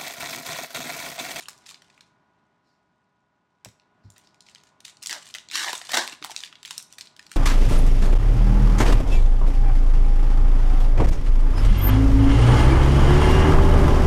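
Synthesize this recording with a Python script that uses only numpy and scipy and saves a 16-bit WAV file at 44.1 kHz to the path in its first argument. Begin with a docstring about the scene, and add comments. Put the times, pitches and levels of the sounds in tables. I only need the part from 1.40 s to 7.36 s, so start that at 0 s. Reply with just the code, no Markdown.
"""Opening a foil card pack

Gloved hands handle foil card packs at a table in a small room, close to one microphone.
Cards slide from an open wrapper with two soft bumps; a new pack's seam is ripped in three pulls, then
the foil is peeled back, snapping at its creases. Foil sounds are random buckles shaped by spectra and
hand movements; panels and table are decaying sines; a fan's wavering tones hum in moving air."""
import sys
import numpy as np
from scipy import signal
from scipy.fft import rfft, irfft
from scipy.io import wavfile
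from scipy.ndimage import uniform_filter1d

SR = 44100
rng = np.random.default_rng(int(sys.argv[2]) if len(sys.argv) > 2 else 0)


def dump_mix(stems):
    """Bounce the given channels to the path in sys.argv[1] as a 16-bit WAV at rate SR."""
    frames = np.atleast_2d(stems).T  # one column per channel
    limited = np.clip(frames, -1, 1)  # hard clip at full scale
    pcm = np.round(limited * 32767).astype(np.int16)
    wavfile.write(sys.argv[1], SR, pcm)


N = 262836
EDGE_HZ = 15950  # upper band edge


def amp(db):
    """Decibels to gain."""
    return 10 ** (np.asarray(db) / 20)


def unit(x):
    """Scales to rms 1."""
    return x / np.sqrt(np.mean(x ** 2) + 1e-20)


def bins(size):
    """Frequencies in Hz of a spectrum of this size."""
    return np.fft.rfftfreq(size, 1 / SR)


def at_pitch(points, hz):
    """Reads a (Hz, value) table on a log frequency axis."""
    point_hz, value = np.transpose(points)
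    return np.interp(np.log(hz + 1), np.log(point_hz + 1), value)


def in_time(rows, axis=1):
    """One column of a curve at every sample."""
    rows = np.asarray(rows)
    return np.interp(np.arange(N) / SR, rows[:, 0], rows[:, axis])


def add(mix, start_s, sound):
    """Mixes a sound in at its start time."""
    part = mix[max(round(start_s * SR), 0):][:len(sound)]
    part += sound[:len(part)]


def ring_of(spectrum_db):
    """Causal minimum-phase impulse response with this spectrum, floored 80 dB below its peak."""
    log_gain = np.log(amp(np.maximum(spectrum_db, spectrum_db.max() - 80)))
    circle = np.concatenate([log_gain, log_gain[-2:0:-1]])
    return np.fft.ifft(np.exp(np.conj(signal.hilbert(circle)))).real


def stroke(start_s, length_s, rise_share, sag_db, release_s):
    """Gain of one hand movement: it builds, changes by sag_db while held, then dies away."""
    t = np.arange(N) / SR - start_s
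    done = np.clip(t / length_s, 0, 1)
    held = np.minimum(done / rise_share, 1) * amp(sag_db * done ** 2)
    return held * np.exp(-np.maximum(t - length_s, 0) / release_s)


def crackle(per_s, spread_db, colour_db, variety_db, decay_s, count=16):
    """Random tiny buckles of uneven size; each facet has its own colour; rms 1."""
    hz, t = bins(size=2048), np.arange(400) / SR
    size = amp(spread_db * np.minimum(rng.exponential(1, N), 3))
    size *= rng.random(N) < per_s / SR
    size *= rng.choice([-1, 1], N)
    facet, out = rng.integers(0, count, N), np.zeros(N)
    for k in range(count):
        tint_db = variety_db * unit(uniform_filter1d(rng.standard_normal(len(hz)), size=60))
        flutter = rng.standard_normal(len(t)) * np.exp(-t / decay_s)
        grain = np.convolve(ring_of(colour_db + tint_db), flutter)
        out += signal.oaconvolve(size * (facet == k), unit(grain))[:N]
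    return unit(out)


# Seam pulls, the last in two jerks and a run-out:
# start_s, length_s, force_before_trim_db, sheet_start_hz, sheet_end_hz
SEAM_PULLS = [(3.693, 0.082, -35.5, 1500, 530), (4.122, 0.18, -26.5, 1650, 633),
              (4.501, 0.037, -34.5, 1200, 1400), (4.532, 0.029, -19.5, 760, 810),
              (4.569, 0.024, -19.5, 756, 700), (4.588, 0.062, -34, 840, 600)]
# Ripping foil colour: frequency_hz, gain_db
RIP_COLOUR = [(59, -57), (100, -10), (255, -10), (289, 5.5), (350, -1), (524, 4.5), (800, -1), (1310, -5.5),
              (1800, 8), (2470, -8), (3700, -6.5), (5770, -9), (11600, -27.5), (16000, -40)]
# Peaks and dips of the pack cupped in the hands: centre_hz, width_hz, gain_db
POUCH_RESONANCES = [(340, 150, 8), (493, 93, -18), (980, 180, 1.5), (1400, 82, -13), (1795, 520, -6.5),
                    (2500, 158, -33), (3900, 230, 4)]
PULL_RISE_SHARE, PULL_SLACK_DB, PULL_RELEASE_S = 0.15, -6, 0.0092


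def ripping(trim_db=-1, slips_per_s=1300, body_db=-22, fizz_db=4, sheet_db=3.0, sheet_octaves=0.75):
    """The seam gives in quick slips; the freed sheet favours sound above a pitch that glides in a pull."""
    hz = bins(size=2048)
    colour_db = at_pitch(RIP_COLOUR, hz)
    for centre_hz, width_hz, gain_db in POUCH_RESONANCES:
        colour_db += gain_db / (1 + (2 * (hz - centre_hz) / width_hz) ** 2)
    colour_db += fizz_db * (hz / EDGE_HZ) ** 2
    slips = crackle(slips_per_s, 3., colour_db, 2.5, .0005, count=40)
    # a steady pull releases energy evenly
    slips /= np.sqrt(uniform_filter1d(slips ** 2, size=800) + 1e-3)
    row_hz, frame_s, spectrum = signal.stft(slips, SR, nperseg=256)
    row_hz = row_hz[:, None]
    out = np.zeros(N)
    for start_s, length_s, force_db, start_hz, end_hz in SEAM_PULLS:
        freed = np.sin(np.pi / 2 * np.clip((frame_s - start_s) / length_s, 0, 1)) ** 2
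        sheet_hz = start_hz + (end_hz - start_hz) * freed
        radiated = amp(body_db) + 1 / np.sqrt(1 + (1.19 * sheet_hz / (row_hz + 1)) ** 6)
        # first resonance of the sheet
        away_octaves = np.log2((row_hz + 1) / (1.47 * sheet_hz))
        radiated *= amp(sheet_db * np.exp(-(away_octaves / sheet_octaves) ** 2))
        sheet = signal.istft(spectrum * radiated, SR, nperseg=256)[1][:N]
        pull = stroke(start_s, length_s, PULL_RISE_SHARE, PULL_SLACK_DB, PULL_RELEASE_S)
        out += sheet * amp(force_db + trim_db) * pull
    return out


# Buckling creases and clicking card edges:
# start_s, level_before_trim_db, centre_hz, spread_octaves, flutter_ms
CREASE_SNAPS = [(0.057, -42.5, 3430, 0.17, 1.1), (0.0844, -31.5, 5140, 1.34, 4.4),
                (0.0947, -41, 6740, 0.53, 1.7), (0.131, -51, 4360, 0.69, 1.5),
                (0.2628, -42.5, 4150, 0.73, 2.6), (.2909, -39.5, 4550, 0.73, 2.5),
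                (.344, -41, 3640, 0.42, 2), (0.4203, -47.5, 3850, .8, 2.7), (0.5007, -53, 2860, 0.75, 2.2),
                (0.577, -51, 1840, 0.36, 2.3), (.608, -44.5, 3460, 0.71, 3.3), (2.248, -36, 4900, 1, 1.6),
                (2.2565, -43.5, 1140, 1.3, 4.7), (2.3983, -56.5, 3650, 0.37, 1.4),
                (2.7027, -47.5, 7350, 0.49, 1.1), (2.762, -50.5, 2500, 0.96, 8.1),
                (2.781, -48.5, 6950, 1.1, 1.3), (2.8718, -52.5, 3950, 0.53, 3.9),
                (2.9446, -56.5, 3900, 0.72, 1.8), (3.0063, -44.5, 5500, 0.41, 3),
                (3.065, -50, 3600, .5, 3.7), (3.087, -47, 3830, .6, 1.4), (3.149, -41.5, 3950, 0.47, .8),
                (3.1581, -45.5, 2820, 0.56, 2.1), (3.2356, -51.5, 4350, 1.2, 3.4),
                (3.4043, -46.5, 5230, 0.75, 3.1), (3.451, -34, 4380, .65, 3.3), (3.57, -49, 5300, .45, 1.4),
                (3.6274, -34.5, 6440, 0.55, 2), (3.6351, -34.5, 5000, 0.82, 3.6),
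                (3.6602, -27, 5200, 0.63, 3.2), (3.6708, -25.5, 6200, 0.36, 1.8),
                (3.6957, -28, 4350, 1.34, 1.8), (3.7093, -25, 4900, .4, 5.8),
                (3.728, -24.5, 3900, 0.73, 1.2), (3.8683, -44.5, 6100, .8, 1.4),
                (3.941, -31.5, 4500, 0.27, 0.93), (3.949, -28.5, 3400, 0.87, 2.5),
                (3.955, -33.5, 3100, 0.97, 1.7), (3.9845, -34.5, 3900, 0.6, 1.2),
                (4.0873, -39.5, 4360, 0.39, 1.6), (4.1002, -40, 3080, 0.38, 1.5),
                (4.1133, -31, 3320, 0.55, 1.2), (4.1549, -20, 3000, 0.7, 2),
                (4.283, -25.5, 2500, 0.31, 4.7), (4.3304, -24.5, 3040, 1.38, 2.6),
                (4.3785, -32, 7150, 0.3, 1.3), (4.415, -33, 2720, 0.65, 2.1), (4.47, -39, 4800, .5, 2.2),
                (4.4924, -29.5, 2400, 1.1, 7.1), (4.5179, -24, 3740, 1.57, 4.3),
                (4.544, -21.5, 3100, 1.32, 1.6), (4.5697, -19.5, 2880, 1.4, 5),
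                (4.6765, -26.5, 3300, .7, 1.5), (4.7236, -34.5, 2915, 0.61, 6.1),
                (4.8255, -32.5, 2560, 0.62, 2.3), (4.841, -32, 3530, 0.65, 1.9),
                (4.8464, -27, 3100, 1.46, 2.15), (4.898, -47, 1500, 1.2, 2.5),
                (4.9072, -36.5, 4700, 0.9, 1.6), (4.9154, -35, 2840, 1.2, 2.4),
                (4.9636, -24, 4560, 0.45, 1.5), (5.0049, -34.5, 4530, 0.55, 1.9),
                (5.0365, -28, 3160, 0.59, 1.2), (5.127, -40.5, 2550, .6, 1.6), (5.1545, -42, 3340, .4, 3.4),
                (5.23, -38.5, 4070, 0.83, 2.8), (5.2507, -31.5, 2630, 0.25, 1.25),
                (5.2557, -34.5, 4950, 0.84, 5.5), (5.3079, -27.5, 4240, 0.73, 4.4),
                (5.3794, -26, 7540, 0.45, 2), (5.526, -40.5, 5800, 0.54, 1.3),
                (5.5834, -34.5, 4440, 0.86, 6.7), (5.6097, -31.5, 4500, 0.59, 2.3),
                (5.6716, -43, 3900, 0.38, 1.8), (5.765, -45.5, 4260, 0.7, 2.5),
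                (5.7939, -39.5, 3500, 0.78, 2.1), (5.866, -42.5, 4630, 0.67, 2.5),
                (5.9159, -35, 3900, 0.93, 2.6)]


def snaps(trim_db=-2.5, crack_db=-22, soft_db=-38, sharpening=0.17, kick=2.8,
          top_hz=10000, top_db=-7, after_db=-12, after_s=.013):
    """A crease flips with a sharp kick and flutters for milliseconds; three smaller creases follow."""
    out, hz, t = np.zeros(N), bins(size=512), np.arange(512) / SR
    for start_s, level_db, centre_hz, octaves, flutter_ms in CREASE_SNAPS:
        away = np.log2((hz + 1) / centre_hz) / max(octaves, .2)
        hump = np.exp(-away ** 2 / 2) * centre_hz / (hz + centre_hz / 2)
        sharp_db = sharpening * (level_db - soft_db)  # harder snaps are sharper
        crack = amp(crack_db + sharp_db) ** 2 * hz ** 2 / (hz ** 2 + 600 ** 2)
        crack /= 1 + (hz / top_hz) ** 4
        treble_db = (top_db + sharp_db) / (1 + (top_hz / (hz + 1)) ** 8)
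        facet = ring_of(10 * np.log10(hump + crack + 1e-9) + treble_db)
        flutters = rng.standard_normal((4, len(t))) * np.exp(-(t * 1000 / flutter_ms) ** 2)
        flutters[:, 0] = kick
        delays_s = np.cumsum(rng.exponential(after_s, len(flutters)))
        for k, flutter in enumerate(flutters):
            snap = np.convolve(facet, flutter)
            snap /= np.sqrt(np.sum(snap ** 2) / (.004 * SR))  # energy of 4 ms at rms 1
            gain = amp(level_db + trim_db + after_db * np.sqrt(k))
            add(out, start_s + delays_s[k] - delays_s[0], gain * snap)
    return out


# Foil pouch popping in or out as a whole: start_s, level_before_trim_db, pitch_hz
PANEL_POPS = [(0.083, -45, 980), (0.312, -48, 1090), (3.728, -31, 1340), (4.2865, -33.5, 680),
              (4.331, -25, 980), (4.415, -42.5, 750), (4.4927, -31.5, 980), (4.519, -35, 1030),
              (4.571, -20, 945), (4.847, -37.5, 700), (4.897, -33, 870), (4.916, -43, 716),
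              (5.308, -38, 980), (5.794, -41, 1830)]


def pops(trim_db=-1, rise_s=0.00058, decay_s=0.0028):
    """A whole panel flips through and rings for a few cycles."""
    out, t = np.zeros(N), np.arange(1500) / SR
    for start_s, level_db, pitch_hz in PANEL_POPS:
        shape = (1 - np.exp(-t / rise_s)) * np.exp(-t / decay_s)
        ring = np.sin(2 * np.pi * pitch_hz * t)
        add(out, start_s, amp(level_db + trim_db) * 2 * shape * ring)
    return out


# Finger grips on foil and cards: start_s, length_s, level_before_trim_db
FINGER_GRIPS = [(0, 0.034, -44.5), (0.113, 0.15, -66), (0.259, 0.054, -49.5), (0.448, 0.13, -67),
                (0.658, 0.038, -71), (2.743, 0.12, -69.5), (3.054, 0.06, -59.5), (3.248, 0.047, -65),
                (3.442, 0.057, -48.5), (3.618, 0.025, -49.5), (3.679, 0.15, -52), (3.839, 0.079, -51.5),
                (4.1, .28, -38.5), (4.4, 0.15, -48.5), (4.617, .11, -43.5), (4.813, .05, -51.5),
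                (4.894, 0.028, -47), (4.972, 0.085, -48), (5.16, 0.054, -67.5), (5.25, .15, -49),
                (5.5, 0.035, -59), (5.576, 0.043, -56), (5.658, .045, -65), (5.78, 0.075, -62),
                (5.9, 0.092, -50)]
# Light rustle colour: frequency_hz, gain_db
RUSTLE_COLOUR = [(200, -27), (700, -12.5), (1500, -1), (3000, 3), (5000, 2), (8000, 2), (11000, -9.5),
                 (16000, -24.5)]
GRIP_RISE_SHARE, GRIP_SWELL_DB, GRIP_RELEASE_S = 0.13, 1, 0.012
HOLDING_BEFORE_TRIM_DB = -86.5  # constant faint rustle of held cards
FIRM_DB, LIGHT_TOP_HZ = -55.5, 7600  # effort of an even firm/dull blend; dull treble corner


def rustle(trim_db=-2.0, ticks_per_s=330, rub_db=-7):
    """Small crinkles over the fine rub of gloves and cards on foil; a light touch is duller."""
    colour_db = at_pitch(RUSTLE_COLOUR, bins(size=2048))
    ticks = crackle(ticks_per_s, 4.85, colour_db, 3.1, 0.0014, count=24)
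    rub = crackle(4000, 2.3, colour_db, 5.0, 0.00031, count=24)
    effort = np.full(N, amp(HOLDING_BEFORE_TRIM_DB))
    for start_s, length_s, level_db in FINGER_GRIPS:
        grip = stroke(start_s, length_s, GRIP_RISE_SHARE, GRIP_SWELL_DB, GRIP_RELEASE_S)
        effort += amp(level_db) * grip
    bright = ticks + amp(rub_db) * rub
    dull = irfft(rfft(bright) / (1 + (bins(N) / LIGHT_TOP_HZ) ** 4), N)
    firm = effort / (effort + amp(FIRM_DB))
    return (firm * bright + (1 - firm) * dull) * amp(trim_db) * effort


# Cards sliding over one another: start_s, length_s, level_db
CARD_SLIDES = [(1.232, .12, -77), (2.63, .04, -71), (2.82, .08, -69.5), (3.02, .16, -68)]
SLIDE_HZ, SLIDE_OCTAVES = 4630, 0.43  # card hiss: centre, spread


def slides(rise_share=0.37, sag_db=-5, release_s=0.057):
    """Card on card: dense tiny buckles make a soft, fine-grained swish."""
    away = np.log2((bins(size=2048) + 1) / SLIDE_HZ) / SLIDE_OCTAVES
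    hiss = crackle(5000, 2., -30 * np.log10(1 + away ** 2), 2., .0005, count=8)
    effort = np.zeros(N)
    for start_s, length_s, level_db in CARD_SLIDES:
        effort += amp(level_db) * stroke(start_s, length_s, rise_share, sag_db, release_s)
    return hiss * effort


# Hands and cards on padded table or pack:
# start_s, level_before_trim_db, pitch_hz, rise_s, decay_s
SOFT_BUMPS = [(2.256, -41, 634, 0.0028, 0.0039), (2.261, -36.5, 112, 0.0089, 0.016),
              (2.645, -39, 100.7, 0.0075, 0.03), (3.708, -45, 329, 0.0024, 0.018),
              (4.33, -34, 340, 0.0037, 0.0025), (4.539, -40, 246.5, 0.0034, 0.067),
              (4.575, -28.5, 355.4, 0.00081, 0.022), (4.726, -40.5, 293, 0.0033, 0.0067),
              (4.815, -42.5, 300, 0.0051, 0.018), (4.912, -42.5, 362, 0.0023, 0.0022)]


def bumps(trim_db=-2, overtone=1.5, overtone_db=-12, thud_db=-7):
    """A soft push excites a decaying swing with one overtone and a dull noise thud."""
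    out, t = np.zeros(N), np.arange(SR // 4) / SR
    for start_s, level_db, pitch_hz, rise_s, decay_s in SOFT_BUMPS:
        swing = np.sin(2 * np.pi * pitch_hz * t)
        swing += amp(overtone_db) * np.sin(2 * np.pi * pitch_hz * overtone * t)
        band = signal.butter(2, [pitch_hz * 0.5, pitch_hz * 1.54], "band", fs=SR, output="sos")
        thud = unit(signal.sosfilt(band, rng.standard_normal(len(t))))
        shape = np.minimum(t / rise_s, 1) * np.exp(-np.maximum(t - rise_s, 0) / decay_s)
        add(out, start_s, amp(level_db + trim_db) * shape * (swing + amp(thud_db) * thud))
    return out


# Room air colour: frequency_hz, relative_db
AIR_COLOUR = [(15, -79), (25, -14), (175, 0), (373, -7), (405, -9), (439, -16.5), (624, -7), (936, -7.5),
              (1020, -6), (1330, -13.5), (1480, -12.5), (1610, -13), (4740, -29), (5730, -31), (16000, -58)]
AIR_BEFORE_DRIFT_DB = -69
# Fan tones: pitch_hz, level_before_drift_db
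FAN_TONES = [(166.9, -86), (414.5, -84.5), (624.5, -86.5), (829.0, -84), (985.1, -78), (1039, -87),
             (1249, -84.5), (1453, -78.5)]
# Slow background drift: time_s, gain_db
BACKGROUND_DRIFT = [(0, 7), (.6, 3), (1.2, -1), (2.1, -3.5), (2.6, 2.5), (3.3, 4), (5.96, 5)]


def background(waver_hz=2.8):
    """Moving air as coloured noise, plus fan tones whose pitch wavers randomly."""
    air_gain = amp(at_pitch(AIR_COLOUR, bins(N)))
    air = unit(irfft(rfft(rng.standard_normal(N)) * air_gain, N))
    fan = np.zeros(N)
    for pitch_hz, level_db in FAN_TONES:
        waver = waver_hz * unit(uniform_filter1d(rng.standard_normal(N), size=1500))
        phase = 2 * np.pi * np.cumsum(pitch_hz + waver) / SR
        fan += amp(level_db) * np.sqrt(2) * np.sin(phase)
    return (amp(AIR_BEFORE_DRIFT_DB) * air + fan) * amp(in_time(BACKGROUND_DRIFT))


# Room ring colour: frequency_hz, gain_db
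WALL_COLOUR = [(200, 0), (1000, 0), (3000, -2), (6000, -1), (8500, 2), (11000, 0), (16000, -2)]


def tail(build_s=0.0009):
    """Diffuse reflections of energy 1; air and soft furnishings take the treble first."""
    hz, t, spectrum = signal.stft(rng.standard_normal(SR // 2), SR, nperseg=256)
    t60_s = .38 / (1 + (hz / 15000) ** 2)
    fade_db = at_pitch(WALL_COLOUR, hz)[:, None] - 60 * t / t60_s[:, None]
    ring = signal.istft(spectrum * amp(fade_db), SR, nperseg=256)[1]
    ring *= 1 - np.exp(-np.arange(len(ring)) / SR / build_s)
    return ring / np.linalg.norm(ring)


# Table, box and wall echoes: mean_delay_s, gain
NEAR_ECHOES = [(.0012, 0.43), (.0098, 0.12), (0.0107, -0.11)]


def room(x, wet_db=-9, moves_per_s=1.7, reach_s=.0005, count=4):
    """Near echoes whose delays sway as the hands move, and a diffuse ring cycling among random tails."""
    n = np.arange(N)
    out, place = x.copy(), 2 * np.pi * moves_per_s * n / SR
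    for delay_s, gain in NEAR_ECHOES:
        path_s = delay_s + reach_s * np.sin(place + rng.uniform(0, 2 * np.pi))
        out += gain * np.interp(n - np.round(path_s * SR), n, x, left=0)
    turn = 2 * np.pi * 45 * n / SR  # 45 Hz
    ring = np.zeros(N)
    for k in range(count):
        share = np.cos(turn + np.pi * k / count) * np.sqrt(2 / count)
        ring += signal.fftconvolve(x * share, tail())[:N]
    return out + amp(wet_db) * ring


def scene():
    """Foil and cards in the room, with table bumps and the fan added directly."""
    handling = snaps() + pops() + ripping() + rustle() + slides()
    return (room(handling) + bumps() + background())[None]


def record(dry, bass_hz=62):
    """The microphone's bass roll-off and the recorder's upper band limit."""
    high_pass = signal.butter(2, bass_hz, "high", fs=SR, output="sos")
    thin = signal.sosfilt(high_pass, dry)
    low_pass = signal.firwin(511, EDGE_HZ, window=("kaiser", 9), fs=SR)
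    return signal.oaconvolve(thin, low_pass[None], "same")


dry = scene()
out = record(dry)
dump_mix(out)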